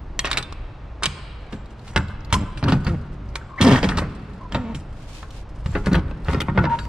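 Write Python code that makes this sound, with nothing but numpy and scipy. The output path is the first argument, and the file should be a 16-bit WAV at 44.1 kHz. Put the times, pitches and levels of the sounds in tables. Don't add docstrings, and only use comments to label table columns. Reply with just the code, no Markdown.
import sys
import numpy as np
from scipy import signal
from scipy.fft import rfft, irfft
from scipy.io import wavfile
from scipy.ndimage import map_coordinates

SR = 44100
rng = np.random.default_rng(int(sys.argv[2]) if len(sys.argv) > 2 else 0)


def unload_wav(signal):
    wavfile.write(
        sys.argv[1],
        SR,
        np.round(np.clip(np.atleast_2d(signal).T, -1, 1) * 32767).astype(np.int16),
    )


N = 303408
T = np.arange(SR) / SR

# t/s, click level/dB, f/Hz, t60/s, ring level/dB, clack level/dB
KEEPER_HITS = [(0.192, -12.5, 4200, 0.028, -14.5, -23), (0.241, -34, 1910, 0.069, -36, -31.5),
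               (0.246, -26, 2300, 0.03, -38, -15), (0.252, -18.5, 2600, 0.12, -37, -25),
               (0.272, -26, 2410, 0.06, -41, -26), (0.304, -31, 2500, 0.054, -44, -38),
               (0.314, -13.5, 3380, 0.028, -25, -17.5), (0.33, -17, 2500, 0.035, -27, -30),
               (0.342, -28, 1700, 0.08, -44, -27), (0.372, -11.5, 3200, 0.042, -18.5, -21),
               (0.383, -21, 4130, 0.043, -24, -20.5), (0.426, -28, 3350, 0.023, -28.5, -30.5),
               (0.525, -26, 2560, 0.009, -44, -28), (1.024, -28, 2423, 0.12, -47, -27),
               (1.033, -12, 3950, 0.033, -28, -23), (1.041, -17, 2440, 0.039, -25, -22.5),
               (1.057, -5.5, 3280, 0.012, -27, -16), (1.062, -9.5, 1590, 0.014, -44, -18)]
# f/Hz, level/dB
CLICK_SPECTRUM = [(800, -57.5), (1900, -3), (2650, 4), (4000, -1), (5000, -4), (6500, -21.5), (10000, -39)]
SIZZLE_SPECTRUM = [(3000, -36), (5200, 8.5), (7000, 6), (8600, 6.5), (10500, -3), (11800, -10),
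                   (13000, -11), (14500, -27), (16000, -24)]
GRIT_SPECTRUM = [(150, -0.5), (500, 6.5), (1000, 9.5), (1700, 4), (3000, -3.5), (5000, -14.5), (9000, -28),
                 (16000, -43)]


def amp(db):
    return 10 ** (np.asarray(db) / 20)


def unit(x):
    return x / np.sqrt(np.mean(x ** 2) + 1e-20)


def along(points, hz):
    f, v = np.transpose(points)
    return np.interp(np.log(hz + 1), np.log(f + 1), v)


def wobble(rate, size):
    return map_coordinates(rng.standard_normal(4096), [np.arange(size) * rate / SR], mode="wrap")


def fade(t, t60):
    return np.exp(-np.log(1000) * t / np.maximum(t60, 1e-3))


def add(track, s, x):
    part = track[max(round(s * SR), 0):][:len(x)]
    part += x[:len(part)]


def stroke(length, edge):
    t = T[:int(length * SR)]
    return t, np.sin(np.pi / 2 * np.clip(np.minimum(t, length - t) / edge, 0, 1)) ** 2


def coloured(x, spectrum, size=16384):
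    gain = unit(amp(along(spectrum, np.fft.rfftfreq(size, 1 / SR))))
    cepstrum = irfft(np.log(gain + 1e-6))
    cepstrum[1:size // 2] *= 2
    cepstrum[size // 2 + 1:] = 0
    response = irfft(np.exp(rfft(cepstrum)))
    return signal.oaconvolve(x, response[None] if x.ndim > 1 else response, axes=-1)[..., :N]


def resonant(x, hz, q, boost):
    return x + boost * signal.lfilter(*signal.iirpeak(hz, q, SR), x)


def ring(modes, centre_hz, focus_db, attack, shift=0):
    hz, db, t60 = np.transpose(modes)[:, :, None]
    db = db - focus_db * np.log2(hz / centre_hz) ** 2 + 2 * rng.standard_normal(hz.shape)
    weights = amp(db) * rng.choice([-1, 1], hz.shape)
    hz = hz * np.exp(shift * rng.standard_normal(hz.shape))
    t = T[:int(t60.max() * SR)]
    partials = weights * np.sin(2 * np.pi * hz * t) * fade(t, t60)
    return np.sum(partials, axis=0) * (1 - fade(t, attack)) / np.linalg.norm(weights)


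def contact(t60, chatter_db, crack=0.65):
    t = T[:SR // 6]
    envelope = 0.77 * fade(t, t60) + crack * fade(t, 0.0066)
    burst = envelope * rng.standard_normal(len(t)) * amp(chatter_db * wobble(998, len(t)))
    return burst * np.linalg.norm(envelope) / np.linalg.norm(burst)


def engine_and_traffic():
    # f/Hz, level/dB
    engine_spectrum = [(12, -43.5), (20, 4), (38, -0.5), (54, 6.5), (68, -2), (81, -4.5), (118, -4.5),
                       (195, -19), (226, -17), (256, -23.5), (300, -16.5), (390, -25.5), (660, -120)]
    traffic_spectrum = [(120, -4), (250, -2), (500, 2.5), (1000, -1), (1600, -7.5), (3000, -17.5),
                        (5000, -24.5), (9000, -40.5), (16000, -76)]
    # t/s, level/dB
    swell = [(0.0, -34.5), (1.61, -40), (2.832, -33.5), (3.541, -38.5), (3.83, -30), (4.2, -38),
             (5.46, -38), (5.711, -31), (6.88, -37)]
    rumble = unit(coloured(rng.standard_normal(N) + 0.038 * rng.standard_normal((2, N)), engine_spectrum))
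    wash = unit(coloured(rng.standard_normal(N) + 0.41 * rng.standard_normal((2, N)), traffic_spectrum))
    rumble_db = 2.5 + np.interp(np.arange(N) / SR, *np.transpose(swell))
    return amp(rumble_db) * rumble + amp(-47.5) * wash


def reverberate(x, t60s, onset, width):
    noise = rng.standard_normal(2 * SR) + width * rng.standard_normal((2, 2 * SR))
    hz, t, spectra = signal.stft(noise, SR, nperseg=256)
    decaying = spectra * fade(t, along(t60s, hz)[:, None]) * (1 - fade(t, onset))
    tail = signal.istft(decaying, SR, nperseg=256)[1]
    return signal.fftconvolve(x[None], tail / np.linalg.norm(tail[0]), axes=1)[:, :N]


def yard_echo(x):
    # f/Hz, level/dB
    echo_spectrum = [(100, -26), (500, 2.5), (900, -1.5), (1250, 4.5), (1700, -1.5), (2200, 2), (2800, 0.5),
                     (3400, -2), (4200, 0), (6000, 4), (9000, 1), (11500, -21), (16000, -43)]
    # f/Hz, t60/s
    echo_decay = [(200, 0.97), (1500, 2.17), (4000, 1.65), (6000, 0.43), (12000, 1)]
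    return amp(-19) * reverberate(coloured(x, echo_spectrum), echo_decay, onset=0.0082, width=0.93)


def slap_echo(x, delay_s=0.13, cutoff_hz=1600):
    echo, t = np.zeros(N), T[:SR // 10]
    ribs = rng.standard_normal(len(t)) * fade(t, 0.19)
    dull = signal.sosfilt(signal.butter(2, cutoff_hz, fs=SR, output="sos"), x)
    add(echo, delay_s, amp(-17.5) * signal.oaconvolve(dull, ribs / np.linalg.norm(ribs)))
    return echo


def near_reflections(x, sway_s=0.3):
    # f/Hz, t60/s
    panel_decay = [(200, 0.06), (1500, 0.26), (5000, 0.026), (12000, 0.19)]
    t, hop = T[:SR // 100], int(sway_s * SR)
    bright = signal.sosfilt(signal.butter(1, 1500, "high", fs=SR, output="sos"), x)
    early = np.zeros((2, N))
    for start in range(0, N, hop):
        paths = rng.standard_normal((2, len(t))) * fade(t, 0.036) * (1 - fade(t, 0.00069))
        for port, path in zip(early, paths):
            reflected = signal.fftconvolve(bright[start:start + hop], path / np.linalg.norm(path))
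            add(port, start / SR, reflected)
    return amp(-3) * early + amp(-14) * reverberate(x, panel_decay, onset=0.005, width=0.083)


def ports(x, lag_samples):
    # f/Hz, level/dB
    left_shading = [(100, 0), (2400, 0), (4400, -.8), (8100, -2), (12000, -6), (15000, -7)]
    hz = np.fft.rfftfreq(N, 1 / SR)
    skew = amp(along(left_shading, hz) / 2) * np.exp(-1j * np.pi * hz * lag_samples / SR)
    return irfft(rfft(x) * [skew, 1 / skew], N)


def gloves():
    # t/s, duration/s, level/dB
    slides = [(1.726, 0.27, -58), (4.097, 0.34, -66), (4.886, 0.49, -50.5), (5.104, 0.16, -52.5),
              (5.278, 0.18, -50), (5.616, 0.28, -49.5), (6.22, 0.19, -47.5), (6.683, 0.25, -54)]
    # f/Hz, level/dB
    cloth = [(800, -12), (2500, 1), (4000, -0.5), (7500, -7), (10000, -13), (14000, -25), (16000, -40)]
    rub = np.zeros(N)
    for s, length, db in slides:
        add(rub, s, amp(db) * stroke(length, edge=length / 2)[1])
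    crinkle = amp(2.5 * unit(wobble(45, N) + wobble(260, N)))
    return rub * crinkle * coloured(rng.standard_normal((2, N)), cloth)


def rustle(count=260, grip_s=1.0, closing_s=0.8):
    held = np.clip((np.arange(N) / SR - grip_s) / closing_s, 0, 1)
    bursts, t = np.zeros(N), T[:SR // 30]
    envelope = fade(t, 0.07) * (1 - fade(t, 0.0036))
    for s, spread in zip(rng.uniform(0, N / SR, count), rng.standard_normal(count)):
        add(bursts, s, amp(4 * spread) * rng.standard_normal(len(t)) * envelope)
    crackle = coloured(bursts, CLICK_SPECTRUM) + amp(-2) * coloured(bursts, SIZZLE_SPECTRUM)
    return amp(-64) * held * crackle


def ticks(q=6):
    # t/s, level/dB, f/Hz
    pin_hits = [(1.658, -49, 3940), (1.794, -48, 4200), (1.936, -52, 7000), (2.083, -43, 3850),
                (2.207, -51, 5500), (2.248, -42, 4300), (2.304, -48, 3600), (2.639, -27.5, 4530),
                (2.847, -37, 4500), (3.289, -51, 4500), (3.648, -25.5, 5250), (5.306, -41, 3500),
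                (5.932, -27, 3730), (5.953, -24, 2830), (6.081, -52, 3700), (6.246, -44, 4150),
                (6.332, -32, 3700), (6.407, -21.5, 2840), (6.416, -22.5, 2790), (6.638, -45.5, 5150),
                (6.853, -38.5, 1980)]
    taps = np.zeros(N)
    for s, db, hz in pin_hits:
        burst = contact(t60=0.018, chatter_db=-5.5)
        tap = signal.lfilter(*signal.iirpeak(hz, q, SR), burst)
        add(taps, s, amp(db) * tap * np.linalg.norm(burst) / np.linalg.norm(tap))
    return taps


def scrapes(length=0.03):
    scrape, t = np.zeros(N), T[:int(length * SR)]
    for s, clank_db, *_, t60 in landings():
        rub = amp(min(clank_db, -17) - 0.5) * t60
        add(scrape, s - length, rub * rng.standard_normal(len(t)) * fade(length - t, 0.44))
    return coloured(scrape, GRIT_SPECTRUM)


def bars():
    # t/s, level/dB, centre f/Hz
    blows = [(1.522, -55.5, 7450), (1.961, -47, 7400), (2.329, -33.5, 6000), (2.337, -36, 4380),
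             (3.355, -51, 6600), (3.972, -46, 7000), (4.524, -53, 7400), (5.66, -54, 7400),
             (5.945, -41, 2830)]
    # f/Hz, level/dB, t60/s
    bar_modes = [(1040, -2, .4), (1620, -14, 0.45), (2070, -19, .4), (2610, 3, 0.32), (2860, -15, 0.24),
                 (3370, 7, 0.14), (4320, -7, 0.18), (4500, 19, 0.13), (5100, 1, 0.31), (7260, 8, 0.25),
                 (7400, 7.5, 0.5), (7550, -5, 0.27), (7640, -7, .17), (9320, -2, .13), (10200, -16, 0.18),
                 (11600, -7, 0.18), (12870, -21, 0.13), (13800, -17, 0.11)]
    hasp_modes = [(3850, 6, 0.14), (4570, 2.5, 0.4), (4920, -8, 0.23), (7520, 0, 0.27), (10900, -11, 0.36),
                  (13240, -18, 0.21)]
    ringing = np.zeros(N)
    for s, db, centre_hz in blows:
        tone = ring(bar_modes, centre_hz, focus_db=22, attack=0.003)
        add(ringing, s, amp(db) * tone * amp(5.8 * wobble(110, len(tone))))
    add(ringing, 6.789, amp(-40) * ring(hasp_modes, centre_hz=5800, focus_db=5, attack=0.002))
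    return ringing


def squeaks(overtone_db=-29):
    # t/s, duration/s, first f/Hz, last f/Hz, level/dB, roughness
    squeals = [(2.339, 0.032, 1063, 1034, -22.5, 0.63), (2.651, 0.017, 1510, 1462, -36, 0.86),
               (2.675, 0.023, 1123, 1510, -25.5, 1.16), (2.862, 0.011, 1480, 1590, -31.5, 1.1),
               (3.391, 0.13, 1550, 1380, -51, 1.1), (3.477, 0.17, 1132, 1027, -45.5, 0.88),
               (3.575, 0.029, 1840, 2030, -31, 1), (3.653, 0.067, 945, 934, -27, 0.2),
               (3.762, 0.038, 1610, 1550, -34, 1.2), (4.396, 0.086, 1067, 970, -42, 0.68),
               (6.576, 0.026, 1486, 1405, -24, 0.4), (6.649, 0.079, 936, 907, -27.5, 0.63),
               (6.697, 0.066, 934, 937, -19, 0.26)]
    squeal = np.zeros(N)
    for s, length, first_hz, last_hz, db, rough in squeals:
        t, push = stroke(length, edge=0.26 * length)
        pitch = np.linspace(first_hz, last_hz, len(t)) * (1 + 0.075 * rough * wobble(450, len(t)))
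        phase = 2 * np.pi * np.cumsum(pitch) / SR
        tone = np.sin(phase) + amp(overtone_db) * (np.sin(2 * phase) + np.sin(3 * phase) / 2)
        rasp = amp(6 * rough * wobble(160, len(t)))
        add(squeal, s, amp(db) * push * unit(tone * rasp))
    return squeal


def judder(uneven=0.04, grit_t60=0.069):
    # t/s, duration/s, first slip f/Hz, last slip f/Hz, shudder level/dB, grit level/dB
    turns = [(1.992, 0.034, 103.3, 86.3, -32, -43), (2.357, 0.088, 108.2, 91.7, -28, -42),
             (2.628, 0.15, 144.7, 117.8, -24, -41.5), (2.87, 0.089, 189.3, 155.3, -23.5, -48),
             (3.6, 0.014, 291, 271, -12.5, -27), (3.639, 0.058, 270.8, 214.8, -11.5, -22),
             (3.689, 0.072, 141.9, 128, -12.5, -21.5), (3.757, 0.042, 162, 135, -26, -25),
             (3.85, .17, 99.5, 80.6, -30.5, -40.5), (4.567, .17, 258.6, 215, -30, -45.5),
             (5.91, 0.094, 193, 161, -20, -36.5), (6.298, 0.1, 139.9, 113.4, -30, -38),
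             (6.545, 0.13, 197.8, 162.9, -22, -47), (6.69, .075, 230, 201, -35.5, -36.5)]
    # f/Hz, level/dB
    shudder_spectrum = [(30, -30), (90, 10), (150, 4.5), (270, 4.5), (370, -7.5), (550, -10), (900, -19),
                        (3000, -77.5)]
    shoves, grit = np.zeros((2, N))
    for s, length, first_hz, last_hz, shudder_db, grit_db in turns:
        t, push = stroke(length, edge=0.0075)
        rate = np.linspace(first_hz, last_hz, len(t)) * np.exp(uneven * wobble(119.9, len(t)))
        cycles = np.cumsum(rate) / SR
        slips = unit(np.diff(np.floor(cycles), prepend=0) * amp(1.5 * wobble(142.5, len(t))))
        since_slip = cycles % 1 / rate
        grinding = unit(rng.standard_normal(len(t)) * fade(since_slip, grit_t60))
        add(shoves, s, amp(shudder_db) * push * (slips - np.mean(slips)))
        add(grit, s, amp(grit_db) * push * grinding)
    return coloured(shoves, shudder_spectrum) + coloured(grit, GRIT_SPECTRUM)


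def door(thump_db=-21.5, thump_hz=108):
    # f/Hz, level/dB, t60/s
    panel_modes = [(55, 5, 0.4), (79.8, 4, 0.49), (97.5, -4, 0.46), (116, 2, 0.29), (140.8, 1, 0.32),
                   (158.5, -1.5, 0.24), (184.2, 2, 0.29), (208.7, 0, 0.21), (230.5, 1, 0.14),
                   (256, -5, 0.2), (289, 6, 0.081), (344, -1, 0.17), (408.3, 1.5, 0.13), (495, -4, 0.064),
                   (532, 4, 0.075)]
    boom = np.zeros(N)
    pushes = [(s, boom_db, boom_hz) for s, _, _, _, boom_db, boom_hz, _ in landings()]
    pushes += [(s, db + thump_db, thump_hz) for s, db, *_ in KEEPER_HITS]
    for s, db, centre_hz in pushes:
        add(boom, s, amp(db + 3.5) * ring(panel_modes, centre_hz, focus_db=6.5, attack=0.015))
    return boom


def keeper():
    # f/Hz, level/dB, t60/s
    plate_modes = [(2270, -11, 0.027), (2600, -14, 0.055), (3190, -9, 0.071), (3550, 2, 0.15),
                   (4054, 13, 0.042), (4770, 7.5, 0.032), (5600, 8.5, 0.022), (8074, 3.5, 0.099),
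                   (12000, -14, 0.06), (13400, 2, 0.09)]
    # f/Hz, level/dB
    clack_spectrum = [(150, -3.5), (450, -1.5), (800, -2.5), (1130, 5), (1400, 1), (1700, -1.5),
                      (2100, -11.5), (2700, 0.5), (4000, -14), (8000, -57)]
    clack, click, sizzle, plate, drag = np.zeros((5, N))
    for s, db, pitch_hz, t60, ring_db, clack_db in KEEPER_HITS:
        burst = contact(t60, chatter_db=1.5)
        sizzle_db = db - 12.5 + 9 * np.log2(pitch_hz / 3200)
        add(clack, s, amp(clack_db) * burst)
        add(click, s, amp(db - 4.5) * resonant(burst, pitch_hz, q=6, boost=1.05))
        add(sizzle, s, amp(sizzle_db) * contact(0.5 * t60, chatter_db=6))
        add(plate, s, amp(ring_db) * ring(plate_modes, pitch_hz, focus_db=6, attack=0.0014, shift=0.035))
    t, push = stroke(length=0.163, edge=0.015)
    add(drag, 0.26, amp(-35.5) * push * rng.standard_normal(len(t)))
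    treble = coloured(click, CLICK_SPECTRUM) + coloured(sizzle, SIZZLE_SPECTRUM)
    return coloured(clack, clack_spectrum) + treble + coloured(drag, GRIT_SPECTRUM), plate


def landings(slack_s=0.013, rebound_hz=189):
    # t/s, clank level/dB, brightness/dB, clank f/Hz,
    # boom level/dB, boom f/Hz, t60/s, rebound level/dB
    blows = [(1.525, -32.5, -7.5, 573, -26.5, 240, 0.12, -7), (1.877, -40, -3, 1300, -35, 81, 0.17, -5.5),
             (1.961, -9, -9, 1430, -16.5, 102.5, 0.048, -4), (2.326, -12.5, -2.5, 755, -15, 84, 0.067, -4),
             (2.574, -33, -4.5, 1111, -38, 129, 0.087, -19), (2.627, -20, -18, 627, -18.5, 131, 0.036, 1.5),
             (2.657, -35, -22, 1390, -15.5, 110, 0.036, -19),
             (2.682, -21.5, -8.5, 1070, -16.5, 280, 0.18, -3.5),
             (2.722, -11.5, -13.5, 635, -11.5, 169, 0.076, -16.5),
             (2.866, -24, -9, 1450, -18.5, 89, 0.17, -15), (3.355, -21.5, -3, 1640, -51, 79, 0.034, -22),
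             (3.612, -14, -3.5, 1050, -11, 147, 0.13, -2.5), (3.668, -16.5, -6.5, 920, -9.5, 260, 0.2, -12),
             (3.71, -20.5, -5.5, 1200, -24, 127, 0.2, -2), (3.758, -18, -8, 1700, -20, 135, 0.16, -13),
             (3.829, -14.5, -10, 564, -15.5, 240, 0.14, -1), (3.888, -19.5, -6.5, 1300, -26, 180, 0.1, -10),
             (3.917, -22.5, -23, 1380, -24, 141, 0.06, -13),
             (3.972, -18.5, -5.5, 940, -24.5, 82, 0.088, -0.5), (4.02, -23, -38, 556, -22, 215, 0.17, -21),
             (4.522, -25, -7, 2850, -28, 189, 0.028, -26), (4.546, -13.5, -14, 536, -18, 143, 0.095, -14),
             (4.746, -35, -1.5, 2200, -24, 139.3, 0.11, -32), (5.229, -30, -15, 1300, -53, 81, 0.03, -15),
             (5.659, -25, -10, 475, -19.5, 84, 0.047, -16), (5.752, -12, -27.5, 384, -17, 320, 0.074, -9),
             (5.86, -30, -3, 1910, -21.5, 100, 0.09, -21), (5.868, -15, -25, 424, -15, 199, 0.083, -13.5),
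             (5.915, -27.5, -20, 352, -18.5, 278, 0.12, 2.5), (5.944, -12, -17, 520, -14, 82, 0.11, -8),
             (6.111, -28, -15.5, 560, -48, 191, 0.031, -23), (6.284, -16, -21, 459, -15, 91, 0.089, -12.5),
             (6.332, -18.5, -16, 477, -20.5, 189.4, 0.032, 2),
             (6.403, -17.5, -8, 2780, -26, 352, 0.025, -2.5), (6.484, -17, -39, 920, -18, 130, 0.043, -6),
             (6.575, -8.5, -25.5, 493, -13.5, 85, 0.052, -3), (6.64, -17, -22, 900, -24.5, 135, 0.094, 2.5),
             (6.788, -26.5, -8, 1500, -43, 81, 0.065, -20)]
    for s, db, bright_db, pitch_hz, boom_db, boom_hz, t60, rebound_db in blows:
        yield s, db, bright_db, pitch_hz, boom_db, boom_hz, t60
        yield (s + slack_s, db + rebound_db, bright_db, pitch_hz,
               boom_db + rebound_db, rebound_hz, 0.64 * t60)


def knocks():
    # f/Hz, level/dB, t60/s
    rod_modes = [(331, -4, 0.11), (424, -6, 0.045), (547, -2, 0.097), (710, -16, 0.031), (945, -1.5, 0.16),
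                 (1245, 1.5, 0.038), (1427, -2.5, 0.18), (1652, -7.5, 0.06), (1914, 0, 0.057),
                 (2590, -1, .04), (2900, -12, 0.037)]
    # f/Hz, level/dB
    clank_spectrum = [(100, -19), (250, -7.5), (400, 2.5), (650, -0.5), (950, 0.5), (1450, 1), (2000, -3),
                      (2700, -11), (4000, -24), (8000, -82)]
    clank, clang, click, sizzle = np.zeros((4, N))
    for s, db, bright_db, pitch_hz, _, _, t60 in landings():
        burst = contact(t60, chatter_db=3.5)
        add(clank, s, amp(db - 8) * resonant(burst, pitch_hz, q=2.2, boost=1.67))
        add(clang, s, amp(db - 7) * ring(rod_modes, pitch_hz, focus_db=0.8, attack=0.0069, shift=0.06))
        add(click, s, amp(db + 0.5 + bright_db) * contact(0.76 * t60, chatter_db=4.5))
        add(sizzle, s, amp(db - 6 + 2.03 * bright_db) * contact(1.75 * t60, chatter_db=3))
    treble = coloured(click, CLICK_SPECTRUM) + coloured(sizzle, SIZZLE_SPECTRUM)
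    return clang + coloured(clank, clank_spectrum) + treble


def scene():
    # t/s, level/dB
    echo_send = [(.55, -4), (1.0, 2.5)]
    box_decay = [(60, 1.47), (300, 2.87)]
    t = np.arange(N) / SR
    impacts, plate = keeper()
    rod = knocks() + scrapes() + squeaks() + ticks() + rustle()
    slips, boom = judder(), door()
    steel = impacts + plate + rod + slips + bars()
    near = near_reflections(steel)
    hollow = amp(-9) * reverberate(boom, box_decay, onset=0.028, width=0.03)
    thrown = impacts * amp(np.interp(t, *np.transpose(echo_send))) + amp(-2) * rod + amp(-13) * slips
    far = yard_echo(thrown) + slap_echo(thrown)
    facing = np.clip((t - 4.8) / 0.5, 0, 1)
    source = steel + boom
    direct = ports(source * (1 - facing), lag_samples=1.81) + ports(source * facing, lag_samples=1)
    return direct + near + hollow + far + gloves() + engine_and_traffic()


def record(dry):
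    ceiling, top_hz = 0.95, 15800
    rounded = dry / (1 + np.abs(dry / ceiling) ** 6) ** (1 / 6)
    return irfft(rfft(rounded) * (np.fft.rfftfreq(N, 1 / SR) < top_hz), N)


dry = scene()
out = record(dry)
unload_wav(out)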